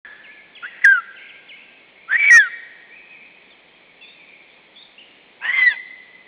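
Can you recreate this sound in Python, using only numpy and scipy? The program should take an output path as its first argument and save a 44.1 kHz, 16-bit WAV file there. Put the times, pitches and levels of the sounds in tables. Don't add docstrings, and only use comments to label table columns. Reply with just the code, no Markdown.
import sys
import numpy as np
from scipy import signal
from scipy.fft import rfft, irfft, next_fast_len
from scipy.io import wavfile
from scipy.ndimage import uniform_filter1d

SR = 44100
rng = np.random.default_rng(int(sys.argv[2]) if len(sys.argv) > 2 else 0)


def master_out(mix):
    frames = np.transpose(np.atleast_2d(mix))
    ceiling = np.clip(frames, -1, 1)
    pcm = np.round(ceiling * 32767).astype(np.int16)
    wavfile.write(sys.argv[1], SR, pcm)


N = 276507
T = np.arange(N) / SR

# t/s, length/s, start f/Hz, end f/Hz, end level/dB, swell/dB, hoarseness/0-1, treble strain/dB
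SQUEALS = [ (.627, 0.038, 1290, 1623, -26.5, 13.5, 0.26, 2), (0.667, 0.025, 1891, 2020, -36.5, 1, 0.5, -9),
           (.696, 0.11, 1850, 1900, -42, 0.5, .9, -3.5), (.814, 0.031, 1900, 2048, -29.5, 5.5, 0.64, 1.5),
           (0.843, .011, 2100, 1696, -2.5, 31, .14, -5.5), (2.079, .09, 1292, 1948, -14, 31, .37, 0),
           (2.172, 0.14, 2320, 2258, -14.5, 10.5, 0.3, 3), (5.414, .135, 1588, 2090, -21, 22, .48, 3)]
# t/s, hold/s, release/s, start f/Hz, held f/Hz, end f/Hz,
# start level/dB, held level/dB, fade/dB, extra hoarseness at the attack/0-1, treble strain/dB
WHISTLES = [ (0, 0.011, .07, 1717, 1725, 1687, 3, -10, 44, 0.07, -7.5),
            (0.854, .062, .087, 1620, 1588, 1319, -8.5, -9, 16.5, 0.05, -9.5),
            (2.303, .062, .12, 1923, 1864, 1333, -5, 1, 33, .14, -2),
            (5.55, .128, .072, 2114, 1943, 1530, -19, -11, 26.5, .38, 9)]
# t/s, length/s, rate/Hz, depth/dB
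THROBS = [(0.909, .094, 32, 2), (2.195, .28, 21.5, 0.5), (5.433, 0.37, 22.5, 3)]
OVERTONES_DB = [-25, -37.5]
# f/Hz, level/dB
BEAK_EQ = [(2700, 4), (3150, 4), (3400, 10), (3600, 1), (4000, -4), (4400, -10)]
# f/Hz, level/dB
THROAT_EQ = [(300, -28), (800, -12.5), (1200, -15.5), (1600, -1), (2000, 1.5), (2400, -5), (2850, -12.5),
             (3180, -11), (3450, -10.5), (4200, -44.5)]
# f/Hz, level/dB
STRAIN_EQ = [(2000, -61.5), (2500, -17.5), (3100, 1.5)]
# t/s, level/dB
SECOND_VOICE_ENVELOPE = [(5.4, -59.5), (5.45, -37), (5.53, -47.5), (5.6, -37.5), (5.67, -58.5),
                         (5.735, -43.5), (5.775, -59)]
# f/Hz, level/dB
ECHO_EQ = [(500, -12), (1350, -2.5), (1620, -4), (1800, -9), (1930, -3.5), (2040, 10), (2150, -2.5),
           (2300, 0.5), (3100, 2.5), (3450, 4)]
# t/s, length/s, start f/Hz, level/dB, direct gain/dB
SWOOPS = [ (0.235, .11, 3000, -45.5, 1.5), (0.364, 0.098, 2400, -53, 6), (.55, 0.042, 3400, -38, -1.5),
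          (1.157, 0.099, 3150, -36.5, -6.5), (1.283, 0.092, 3480, -44.5, 1),
          (1.485, 0.083, 3380, -40.5, 1.5)]
# t/s, length/s, start f/Hz, end f/Hz, level/dB
SLIDES = [ (0.612, 0.079, 2507, 2870, -42), (1.24, .05, 2254, 2740, -47.5), (1.556, 0.084, 2440, 2796, -43),
          (1.95, .1, 2037, 2480, -46), (2.902, 0.098, 2198, 2657, -39.5), (3.103, 0.08, 2608, 2130, -39),
          (3.206, 0.051, 2366, 2606, -45.5), (3.503, 0.04, 3724, 3090, -53.5),
          (3.728, 0.055, 3260, 3040, -61.5), (3.746, .26, 2473, 2093, -53),
          (4.008, 0.052, 2800, 2333, -40.5), (4.009, 0.14, 3400, 3716, -49.5),
          (4.171, 0.086, 2518, 2160, -43), (4.289, .091, 2470, 2120, -43), (4.493, .07, 3350, 3740, -61),
          (4.755, 0.078, 3370, 3767, -47), (4.824, 0.011, 3520, 3970, -44.5),
          (4.85, 0.012, 3850, 3390, -49.5), (4.979, 0.019, 2585, 3150, -40),
          (4.994, 0.038, 3112, 2400, -43.5)]
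# f/Hz, level/dB
TREE_HISS_EQ = [(15, -45.5), (25, -15), (101, -19), (130, -12.5), (192, -5), (270, -5.5), (406, -4.5),
                (514, -4), (917, -8), (1470, -13.5), (2210, -1.5), (2570, -5), (2790, -11.5), (3110, -6),
                (4200, -10), (5460, -61.5), (9240, -120)]
# f/Hz, level/dB
FIZZ_EQ = [(5000, 0), (6200, 3.5), (8500, 2), (10000, -2), (15000, -4)]


def eagle_calls(pitch, strength, hoarse, strain_db, jitter=.024, shake=.82, shake_hz=230, rasp_hz=650):
    phase = sweep_phase(pitch * (1 + jitter * hoarse * flutter(shake_hz)))
    tone = np.sin(phase) * (1 + shake * hoarse * flutter(shake_hz))
    smear = (0.18 + 1.5 * hoarse) * flutter(140)
    overtones = sum(from_db(db) * np.sin(k * phase + smear) for k, db in enumerate(OVERTONES_DB, 2))
    flicker = 1 + 0.6 * np.tanh(flutter(52))
    tone += coloured(overtones, BEAK_EQ) * flicker * (1 - hoarse) ** 2
    sidebands = flutter(rasp_hz, order=1) * np.sin(phase) + flutter(rasp_hz, order=1) * np.cos(phase)
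    rasp = rms_one(coloured(sidebands, THROAT_EQ))
    voice = np.sqrt(2 * (1 - hoarse ** 2)) * tone + from_db(-4) * hoarse * rasp
    treble = coloured(voice, STRAIN_EQ)
    return strength * (voice + (from_db(strain_db) - 1) * treble)


def syrinx(glide_s=.0082, slew_s=.008, breath_db=1.38, breath_hz=33, wander=.03, wander_hz=39.9):
    notes = [(s, strain_db, *squeal(*row)) for s, *row, strain_db in SQUEALS]
    notes += [(s, strain_db, *whistle(*row)) for s, *row, strain_db in WHISTLES]
    pitch, strength, hoarse, strain = np.zeros((4, N))
    for s, strain_db, hz, db, hoarseness in sorted(notes, key=lambda note: note[0]):
        start = int(s * SR)
        span = slice(start, start + len(hz))
        pitch[start:], hoarse[start:], strain[start:] = hz[-1], hoarseness[-1], strain_db
        pitch[span], strength[span], hoarse[span] = hz, from_db(db), hoarseness
    swing, throb_db = throbbing()
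    hoarse *= 1 - 0.22 * swing
    unsteady_breath = from_db(breath_db * flutter(breath_hz))
    strength = slewed(strength * from_db(throb_db), slew_s) * unsteady_breath
    pitch = slewed(pitch, glide_s) * (1 + wander * hoarse * flutter(wander_hz))
    return pitch, strength, np.clip(slewed(hoarse, slew_s), 0, 1), slewed(strain, slew_s)


def squeal(length, start_hz, end_hz, end_db, swell_db, hoarse, swell_s=.023, ease=1.3):
    t = np.arange(int(length * SR)) / SR
    pitch = end_hz + (start_hz - end_hz) * (1 - t / length) ** ease
    still_to_swell = np.exp(-t / swell_s) - np.exp(-length / swell_s)
    return pitch, end_db - swell_db * still_to_swell, np.full(len(t), hoarse)


def whistle(hold, release, start_hz, held_hz, end_hz, start_db, held_db, fade_db, hoarse):
    t = np.arange(int((hold + release) * SR)) / SR
    held, let_go = np.minimum(t / hold, 1), np.maximum(t - hold, 0) / release
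    pitch = start_hz + (held_hz - start_hz) * held + (end_hz - held_hz) * let_go
    level_db = start_db + (held_db - start_db) * held - fade_db * let_go ** 0.93
    return pitch, level_db, 0.036 + hoarse * (1 - held)


def throbbing():
    swing, gain_db = np.zeros((2, N))
    for s, length, rate_hz, depth_db in THROBS:
        wave = -np.cos(2 * np.pi * rate_hz * (T - s)) * ((T >= s) & (T < s + length))
        swing += wave
        gain_db += depth_db * wave
    return swing, gain_db


def second_voice(pitch, low_hz=976, at_main_hz=1666, tracking=.35, jitter=.0392, shake=.73, sum_db=5):
    s, level_db = np.transpose(SECOND_VOICE_ENVELOPE)
    low_pitch = (low_hz + tracking * (pitch - at_main_hz)) * (1 + jitter * flutter(211))
    tones = np.sin(sweep_phase(low_pitch)) + from_db(sum_db) * np.sin(sweep_phase(low_pitch + pitch))
    envelope = from_db(np.interp(T, s, level_db)) * ((T >= s[0]) & (T <= s[-1]))
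    return np.sqrt(2) * envelope * (1 + shake * flutter(230)) * tones


def forest_reverb(x, near_t60=1.0, far_t60=2.4, far_db=-12, build_s=0.0085):
    t = T[:2 * SR]
    decay = from_db(-60 * t / near_t60) + from_db(far_db - 60 * t / far_t60)
    echoes = rng.standard_normal(len(t)) * decay * (1 - np.exp(-t / build_s))
    return signal.fftconvolve(x, echoes / np.linalg.norm(echoes))[:N]


def swoops(dive_s=.043, low_hz=2100, curl_hz_per_s=6500):
    for s, length, start_hz, db, direct_db in SWOOPS:
        t = np.arange(int(length * SR)) / SR
        dive = np.cos(np.pi / 2 * np.minimum(t / dive_s, 1)) ** 2
        curl = curl_hz_per_s * np.maximum(t - dive_s, 0)
        yield s, low_hz + (start_hz - low_hz) * dive + curl, db, direct_db


def slides(unity_hz=2880, db_per_octave=17.5):
    for s, length, start_hz, end_hz, db in SLIDES:
        pitch = np.linspace(start_hz, end_hz, int(length * SR))
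        yield s, pitch, db, db_per_octave * np.log2(pitch.mean() / unity_hz)


def small_birds(fade_db=-4, ramp_share=0.12, waver=.022):
    send, direct = np.zeros((2, N))
    wavering = 1 + waver * flutter(100)
    for s, pitch, db, direct_db in [*swoops(), *slides()]:
        along = np.linspace(0, 1, len(pitch))
        span = slice(int(s * SR), int(s * SR) + len(pitch))
        ramps = np.clip(np.minimum(along, 1 - along) / ramp_share, 0, 1)
        envelope = ramps * from_db(db + fade_db * along)
        note = np.sqrt(2) * envelope * np.sin(sweep_phase(pitch * wavering[span]))
        send[span] += note
        direct[span] += from_db(direct_db) * note
    return send, direct


def far_warble(notes_per_s=7, note_s=.07, centre_hz=2450, spread_hz=230, level_db=-54.5):
    out, swell = np.zeros(N + SR), np.hanning(int(note_s * SR))
    for k, (late, start, end) in enumerate(rng.uniform(-1, 1, (int(notes_per_s * N / SR), 3))):
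        pitch = centre_hz + spread_hz * np.linspace(start, end, len(swell))
        at = int((k + (1 + late) / 2) / notes_per_s * SR)
        out[at:at + len(swell)] += swell * np.sin(sweep_phase(pitch))
    return from_db(level_db) * out[:N]


def tree_hiss(level_db=-51.5):
    return from_db(level_db) * rms_one(coloured(rng.standard_normal(N), TREE_HISS_EQ))


def from_db(db):
    return 10 ** (np.asarray(db) / 20)


def rms_one(x):
    return x / np.sqrt(np.mean(x ** 2) + 1e-20)


def sweep_phase(hz):
    return 2 * np.pi * np.cumsum(hz) / SR


def coloured(x, curve):
    hz, db = np.transpose(curve)
    size = next_fast_len(N)
    bins = np.maximum(np.arange(size // 2 + 1) * SR / size, 1)
    gain = from_db(np.interp(np.log(bins), np.log(hz), db))
    return irfft(rfft(x, size) * gain, size)[:N]


def flutter(hz, order=2):
    lowpass = signal.butter(order, hz, fs=SR, output="sos")
    return rms_one(signal.sosfilt(lowpass, rng.standard_normal(N)))


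def slewed(x, seconds):
    return uniform_filter1d(x, max(int(seconds * SR), 1), mode="nearest")


def scene(eagle_echo_db=-19, bird_echo_db=-2):
    pitch, strength, hoarse, strain_db = syrinx()
    eagle = eagle_calls(pitch, strength, hoarse, strain_db) + second_voice(pitch)
    bird_send, bird_direct = small_birds()
    hiss = tree_hiss()
    eagle_echo = from_db(eagle_echo_db) * forest_reverb(coloured(eagle, ECHO_EQ))
    bird_echo = from_db(bird_echo_db) * forest_reverb(bird_send + far_warble(), near_t60=.9, far_db=-4)
    return (eagle + eagle_echo + bird_direct + bird_echo + hiss)[None]


def record(dry, rate_hz=8000, ceiling=0.66, bias=.006, smoothing_hz=3950, knee=36):
    down, up = rate_hz // 100, SR // 100
    fade_in = np.clip((T - 0.048) / 0.0015, 0, 1)
    narrowband = signal.resample_poly(dry[0] * fade_in, down, up)
    clipped = np.clip(narrowband, -ceiling - bias, ceiling - bias)
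    smoothing = signal.firwin(16 * up + 1, smoothing_hz, fs=rate_hz * up, window=("kaiser", 9))
    smoothed = signal.resample_poly(clipped, up, down, window=smoothing)[:N]
    rounded = smoothed / (1 + np.abs(smoothed / ceiling) ** knee) ** (1 / knee)
    high_cut = signal.cheby2(20, 50, 15900, fs=SR, output="sos")
    return signal.sosfilt(high_cut, coloured(rounded, FIZZ_EQ))[None]


dry = scene()
out = record(dry)
master_out(out)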